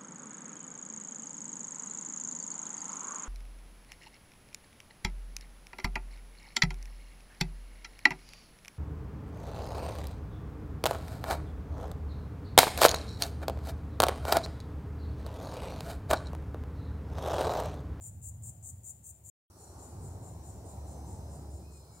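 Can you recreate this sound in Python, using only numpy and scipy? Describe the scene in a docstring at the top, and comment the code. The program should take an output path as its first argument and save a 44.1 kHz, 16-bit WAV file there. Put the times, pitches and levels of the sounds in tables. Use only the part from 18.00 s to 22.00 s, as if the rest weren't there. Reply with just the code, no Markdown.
"""Insects in a swamp woodland

Two spots on a boardwalk, with a short silence between them. An insect buzzes five times a
second, each buzz a swelling run of clicks: close by at first, then farther off in the trees.
Wind rumbles over a low hum and a faint hiss. At the second spot the wind's soft roar grows,
a thin chorus of clicking insects drones, and a far bird whistles once."""
import sys
import numpy as np
from scipy import signal
from scipy.fft import rfft, irfft, next_fast_len
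from scipy.io import wavfile
from scipy.ndimage import uniform_filter1d, map_coordinates

SR = 44100
rng = np.random.default_rng(int(sys.argv[2]) if len(sys.argv) > 2 else 0)


def master_out(mix):
    """Clip the mix to full scale and print it as 16-bit PCM to the path in sys.argv[1]."""
    frames = np.transpose(np.atleast_2d(mix))
    ceiling = np.clip(frames, -1, 1)
    pcm = np.round(ceiling * 32767).astype(np.int16)
    wavfile.write(sys.argv[1], SR, pcm)


N = 176400


def amp(db):
    """Turn decibels into a gain."""
    return 10 ** (np.asarray(db) / 20)


def unit(x):
    """Scale a signal to an average (rms) size of 1."""
    return x / np.sqrt(np.mean(x ** 2) + 1e-20)


def along(points, hz):
    """Read between (Hz, value) points, spaced by octaves."""
    point_hz, values = np.transpose(points)
    return np.interp(np.log(hz + 1), np.log(point_hz + 1), values)


def curves(rows):
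    """Turn each column after the time into one value per sample."""
    times, *columns = np.transpose(rows)
    return [np.interp(np.arange(N) / SR, times, column) for column in columns]


def wobble(rate, size=2048):
    """A smooth curve through `rate` random values a second."""
    coarse = map_coordinates(rng.standard_normal(size), [np.linspace(0, N * rate / SR, size)])
    return np.interp(np.arange(N), np.linspace(0, N, size), coarse)


def filtered(x, response):
    """Scale each frequency in x by the gain response(hz)."""
    size = next_fast_len(N + SR // 2)
    return irfft(rfft(x, size) * response(np.fft.rfftfreq(size, 1 / SR)), size)[..., :N]


def sides(lean_db):
    """Left and right gains; a positive lean is louder on the left."""
    return amp(np.array([lean_db, -lean_db]) / 2)


def echoes(t60):
    """A stereo echo tail of energy 1 that fades by 60 dB in t60 seconds."""
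    t = np.arange(SR // 2) / SR
    tail = rng.standard_normal((2, len(t))) * np.exp(-np.log(1000) * t / t60)
    return unit(tail) / np.sqrt(len(t))


# How alike noise is at the two ears. Each row: frequency in Hz, likeness (1 is the same).
EAR_LIKENESS = [(25, 1), (60, 1), (150, 0.98), (280, 0.96), (500, 0.86), (1000, 0.68), (2000, 0),
                (8000, 0.14)]

def rush(colour, patchy_db=1.5, left_lag_s=0.00014):
    """Slightly patchy noise, alike at both ears in the bass, reaching the right ear first."""
    spectrum = signal.stft(rng.standard_normal((2, N)), nperseg=1024)[2]
    speckle = rng.standard_normal(spectrum.shape[1:])
    patches = unit(uniform_filter1d(uniform_filter1d(speckle, 4, 0), 10, 1))
    noise = signal.istft(spectrum * amp(patchy_db * patches), nperseg=1024)[1][:, :N]

    def response(hz):
        spread = np.arccos(np.clip(along(EAR_LIKENESS, hz), -1, 1)) / 2
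        return amp(along(colour, hz)) * [np.cos(spread), np.sin(spread)]

    mid, side = filtered(noise, response)
    left = np.roll(mid + side, round(left_lag_s * SR))
    return unit(np.array([left, mid - side]))


# Gusts at each spot. Each row: time in seconds, rumble in dB, roar in dB, both before their boosts.
NEAR_GUSTS = [(0, -52, -71.5), (.17, -48, -75.5), (.42, -48.5, -75), (.475, -43.5, -74), (.54, -52, -75.5),
              (.64, -51, -76), (.75, -53, -76.5), (1.0, -57.5, -78), (1.3, -61.5, -77)]
FAR_GUSTS = [(1.5, -62.5, -66), (1.63, -57, -59), (1.8, -53.5, -55.5), (2.0, -46, -55), (2.4, -49, -54.5),
             (2.8, -46.5, -53), (3.35, -46, -53), (3.6, -51.5, -57), (3.8, -57, -61.5), (4.0, -57.5, -62)]
# The wind's tone at each spot. Each row: frequency in Hz, relative level in dB.
FIRST_RUMBLE = [(20, -31.5), (45, -26), (62, -13.5), (82, -1), (103, 0.5), (135, -10.5), (170, -15.5),
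                (240, -25), (400, -46), (900, -66.5)]
FIRST_ROAR = [(100, -11.5), (280, -0.5), (450, -3.5), (720, -1), (900, -6), (1200, -14.5), (2000, -20),
              (4000, -41), (9000, -38)]
SECOND_RUMBLE = [(20, -45), (34, -42), (46, -14), (65, -8.5), (90, 0.5), (115, -5.5), (145, -9), (167, -8),
                 (230, -20.5), (500, -39.5), (900, -77)]
SECOND_ROAR = [(100, -25.5), (250, 1), (380, 3), (500, -2.5), (780, -0.5), (920, -3.5), (1150, -14),
               (1600, -21.5), (2400, -29), (5000, -35.5)]

def wind(gusts, rumble_colour, roar_colour, rumble_boost_db, roar_boost_db, flutter_db):
    """A deep rumble under the soft roar of moving air."""
    rumble_db, roar_db = curves(gusts)
    rumble = amp(rumble_db + rumble_boost_db + flutter_db * wobble(14)) * rush(rumble_colour)
    roar = amp(roar_db + roar_boost_db + flutter_db * wobble(12) / 2) * rush(roar_colour)
    return rumble + roar


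# The hum's rise and fall. Each row: time in seconds, level in dB.
HUM_LEVELS = [(0, -67), (1.3, -60), (1.55, -68), (1.8, -50), (2.6, -50.5), (3.3, -42), (3.55, -44),
              (3.8, -58), (4.0, -58.5)]

def hum(pitch_hz=71.03, waver=0.0086, flutter_db=4.5):
    """A low wavering hum, perhaps a far engine."""
    phase = 2 * np.pi * np.cumsum(pitch_hz * (1 + waver * wobble(7.42))) / SR
    return amp(curves(HUM_LEVELS)[0] + flutter_db * wobble(10)) * np.sin(phase)


# The tone of the hiss. Each row: frequency in Hz, relative level in dB.
AIR_COLOUR = [(500, -12), (2500, -5), (5000, -7.5), (15000, 2.5)]

def air(level_db=-68.5):
    """The faint, steady hiss of open air."""
    return amp(level_db) * rush(AIR_COLOUR)


def click_ring(colour, lean, size=512):
    """The short ring of the insect's body after one click, at each ear."""
    hz = np.fft.rfftfreq(size, 1 / SR)
    gains = amp(along(colour, hz)) * sides(along(lean, hz))
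    # Keeping only the cepstrum's first half makes the ring follow the click, never lead it.
    cepstrum = irfft(np.log(gains))
    first_half = (np.arange(size) > 0) & (np.arange(size) < size // 2)
    ring = irfft(np.exp(rfft(2 * cepstrum * first_half)))
    return unit(ring) / np.sqrt(size)


def click_run(count=100, clicks_per_s=700, swell_s=0.044, fade_from_s=0.075, fade_s=0.007):
    """The uneven clicks of one buzz: they swell, hold, then quickly die away."""
    slip, strength = rng.standard_normal((2, count))
    t = np.abs(np.arange(count) + 0.3 * slip) / clicks_per_s
    swell = amp(-8.5 * np.clip(1 - t / swell_s, 0, 1) ** 2)
    fade = np.exp(-np.maximum(t - fade_from_s, 0) / fade_s)
    hitch = amp(-15 * np.exp(-((t - 0.0055) / 0.0015) ** 2))  # a dip after the opening clicks
    heights = swell * fade * hitch * amp(2.5 * strength)
    return np.bincount((t * SR).astype(int), heights) * np.sqrt(SR / clicks_per_s)


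# The buzzes. Each row: start in seconds, level in dB, lean to the left in dB.
BUZZES = [(0.009, -46, 5.5), (0.216, -47, 7), (0.422, -47, 7), (0.626, -46.5, 4.5), (0.833, -46, 5.5),
          (1.032, -48, 6), (1.237, -50.5, 6.5), (1.568, -55.5, 2), (1.777, -55, 6.5), (2.001, -55.5, 5),
          (2.210, -57.5, 5), (2.425, -56.5, 3.5), (2.640, -56, 2.5), (2.850, -57, 3), (3.052, -57, 4.5),
          (3.284, -58.5, 3.5), (3.493, -60, 3.5), (3.701, -61, 3.5), (3.905, -61.5, 4)]
# The buzz's tone, close by and far off. Each row: frequency in Hz, relative level in dB.
NEAR_COLOUR = [(4000, -43.5), (5600, -37), (6300, -17.5), (6900, -5), (7300, 1.5), (7900, -8.5), (8700, -3),
               (9700, -12.5), (11000, -27.5), (12000, -24), (13100, -15.5), (14500, -25), (15700, -18.5)]
FAR_COLOUR = [(4000, -54.5), (5800, -28), (6600, -10.5), (7150, 1.5), (7750, -7), (8500, 0), (8850, -8.5),
              (9200, -3.5), (9600, -17.5), (10500, -22.5), (12000, -18.5), (13300, -16.5), (15700, -28)]
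# Where each part of that tone sits. Each row: frequency in Hz, extra lean to the left in dB.
NEAR_LEAN = [(6000, 5.5), (7200, 9), (8700, 0.68), (10000, 3), (11000, 1), (13000, 8), (15500, 4)]
FAR_LEAN = [(6000, 2.5), (7200, 9), (8600, -10.5), (10000, 13.5), (13000, -3.5)]

def buzzing_insect(buzzes, colour, lean, scatter_db, woods_db, woods_t60):
    """Runs of clicks ring the insect's body, scatter off nearby wood and echo among the trees."""
    out = np.zeros((2, N + SR))
    ring = click_ring(colour, lean)
    for start_s, db, lean_db in buzzes:
        buzz = signal.fftconvolve(click_run()[None], ring, axes=1)
        paths = amp(scatter_db) * echoes(t60=0.054) + amp(woods_db) * echoes(woods_t60)
        paths[:, 0] += 1  # the sound that arrives directly
        paths /= np.sqrt(np.sum(paths ** 2) / 2)
        heard = signal.fftconvolve(buzz, paths, axes=1)
        at = round(start_s * SR)
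        out[:, at:at + heard.shape[1]] += amp(db) * sides(lean_db)[:, None] * heard
    return out[:, :N]


# The rise and fall of the roar's upper edge. Each row: time in seconds, level in dB.
BRIGHT_LEVELS = [(1.5, -70.5), (1.8, -65), (2.2, -69.5), (2.6, -92), (4.0, -70.5)]
# Its tone. Each row: frequency in Hz, relative level in dB.
BRIGHT_COLOUR = [(500, -40), (950, 5.5), (1200, 6), (1450, 0.5), (1900, -15.5), (3500, -42)]

def bright_wind():
    """The upper edge of the wind's roar, which swells, fades and returns."""
    return amp(curves(BRIGHT_LEVELS)[0]) * rush(BRIGHT_COLOUR)


# The chorus's rise and fall. Each row: time in seconds, level in dB.
CHORUS_LEVELS = [(1.5, -67.5), (1.8, -63.5), (2.4, -68.5), (3.0, -66.5), (3.5, -68.5), (4.0, -67.5)]
# Its tone. Each row: frequency in Hz, relative level in dB.
CHORUS_COLOUR = [(3000, -41), (3600, -22), (3950, -7.5), (5000, -2.5), (6200, -4), (7200, -3), (8300, 0.5),
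                 (9200, 0.5), (9700, -3.5), (10100, 0.5), (10600, -7.5), (11200, -0.5), (12200, -18.5),
                 (15700, -42.5)]

def insect_chorus():
    """The farthest insects blur into one high hiss."""
    return amp(curves(CHORUS_LEVELS)[0]) * rush(CHORUS_COLOUR)


# Clicks per second, one number for each droning insect.
CLICK_RATES_HZ = [206.0, 209.35, 232.8, 199.2, 229.4]
# Swells of the drones. Each row: which insect, loudest moment in seconds, spread in seconds,
# level in dB, centre frequency in Hz, width in octaves.
DRONE_SWELLS = [(0, 2.96, 1.0, -75.5, 3930, 0.067), (0, 2.9, 0.93, -73.5, 5770, 0.23),
                (0, 3.07, .22, -68.5, 6100, .02), (1, 2.5, 0.34, -73.5, 5850, 0.033),
                (1, 3.4, 0.7, -75, 5360, .07), (2, 4.2, 0.55, -74.5, 4990, .09),
                (2, 4.12, 0.29, -71, 4150, 0.047), (3, 1.7, 0.18, -69, 5870, 0.1),
                (4, 1.675, 0.095, -72, 4230, 0.034), (0, 3.36, 0.67, -77, 4840, 0.085)]

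def droning_insects(count=7, wander=0.001, drift_db=2.2, rough_db=2):
    """Distant insects click at nearly steady rates; their high overtones swell and fade."""
    t = np.arange(N) / SR
    out = np.zeros((2, N))
    for insect, peak_s, spread_s, db, centre_hz, octaves in DRONE_SWELLS:
        rate_hz = CLICK_RATES_HZ[round(insect)]
        phase = 2 * np.pi * np.cumsum(rate_hz * (1 + wander * wobble(6))) / SR
        overtones = round(centre_hz / rate_hz) + np.arange(count) - count // 2
        weights = np.exp(-0.5 * (np.log2(overtones * rate_hz / centre_hz) / octaves) ** 2)
        swell = amp(db) * np.exp(-0.5 * ((t - peak_s) / spread_s) ** 2)
        for overtone, share in zip(overtones, weights / np.linalg.norm(weights)):
            flicker = amp(drift_db * wobble(7) + rough_db * wobble(45))
            ear_phases = np.pi * rng.random((2, 1))
            out += share * swell * flicker * np.sin(overtone * phase + ear_phases)
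    return out


# The bird's call. Each row: time in seconds, pitch in Hz, level in dB before the echo mix.
WHISTLE = [(3.58, 2410, -98), (3.63, 2420, -78), (3.68, 2560, -72), (3.75, 2456, -74), (3.83, 2380, -82),
           (3.89, 2310, -83), (4.0, 2200, -84)]

def bird(waver=0.009, flutter_db=1.6, direct_gain=0.6):
    """One faint whistle lifts, then falls, deep in the woods and half lost in its own echoes."""
    hz, db = curves(WHISTLE)
    phase = 2 * np.pi * np.cumsum(hz * (1 + waver * wobble(90))) / SR
    started = np.arange(N) > WHISTLE[0][0] * SR
    call = amp(db + flutter_db * wobble(30)) * np.sin(phase) * started
    echo = signal.fftconvolve(call[None], echoes(t60=0.16), axes=1)[:, :N]
    return direct_gain * call + echo


def scene(first_ends_s=1.3, second_starts_s=1.5):
    """The spot near the insect, a moment of silence, then the open swamp with the insect far off."""
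    t = np.arange(N) / SR
    background = hum() + air()
    near = [buzz for buzz in BUZZES if buzz[0] < first_ends_s]
    far = [buzz for buzz in BUZZES if buzz[0] > second_starts_s]

    first = buzzing_insect(near, NEAR_COLOUR, NEAR_LEAN, scatter_db=2.5, woods_db=-5, woods_t60=0.67)
    first += wind(NEAR_GUSTS, FIRST_RUMBLE, FIRST_ROAR,
                  rumble_boost_db=1.5, roar_boost_db=5.5, flutter_db=1.0)

    second = buzzing_insect(far, FAR_COLOUR, FAR_LEAN, scatter_db=3, woods_db=7.5, woods_t60=0.63)
    second += wind(FAR_GUSTS, SECOND_RUMBLE, SECOND_ROAR,
                   rumble_boost_db=0.78, roar_boost_db=0.5, flutter_db=-0.33)
    second += bright_wind() + insect_chorus() + droning_insects() + bird()
    return (first + background) * (t < first_ends_s) + (second + background) * (t >= second_starts_s)


def record(dry, top_hz=15780):
    """Cut away the very highest treble."""
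    return filtered(dry, lambda hz: hz < top_hz)


dry = scene()
out = record(dry)
master_out(out)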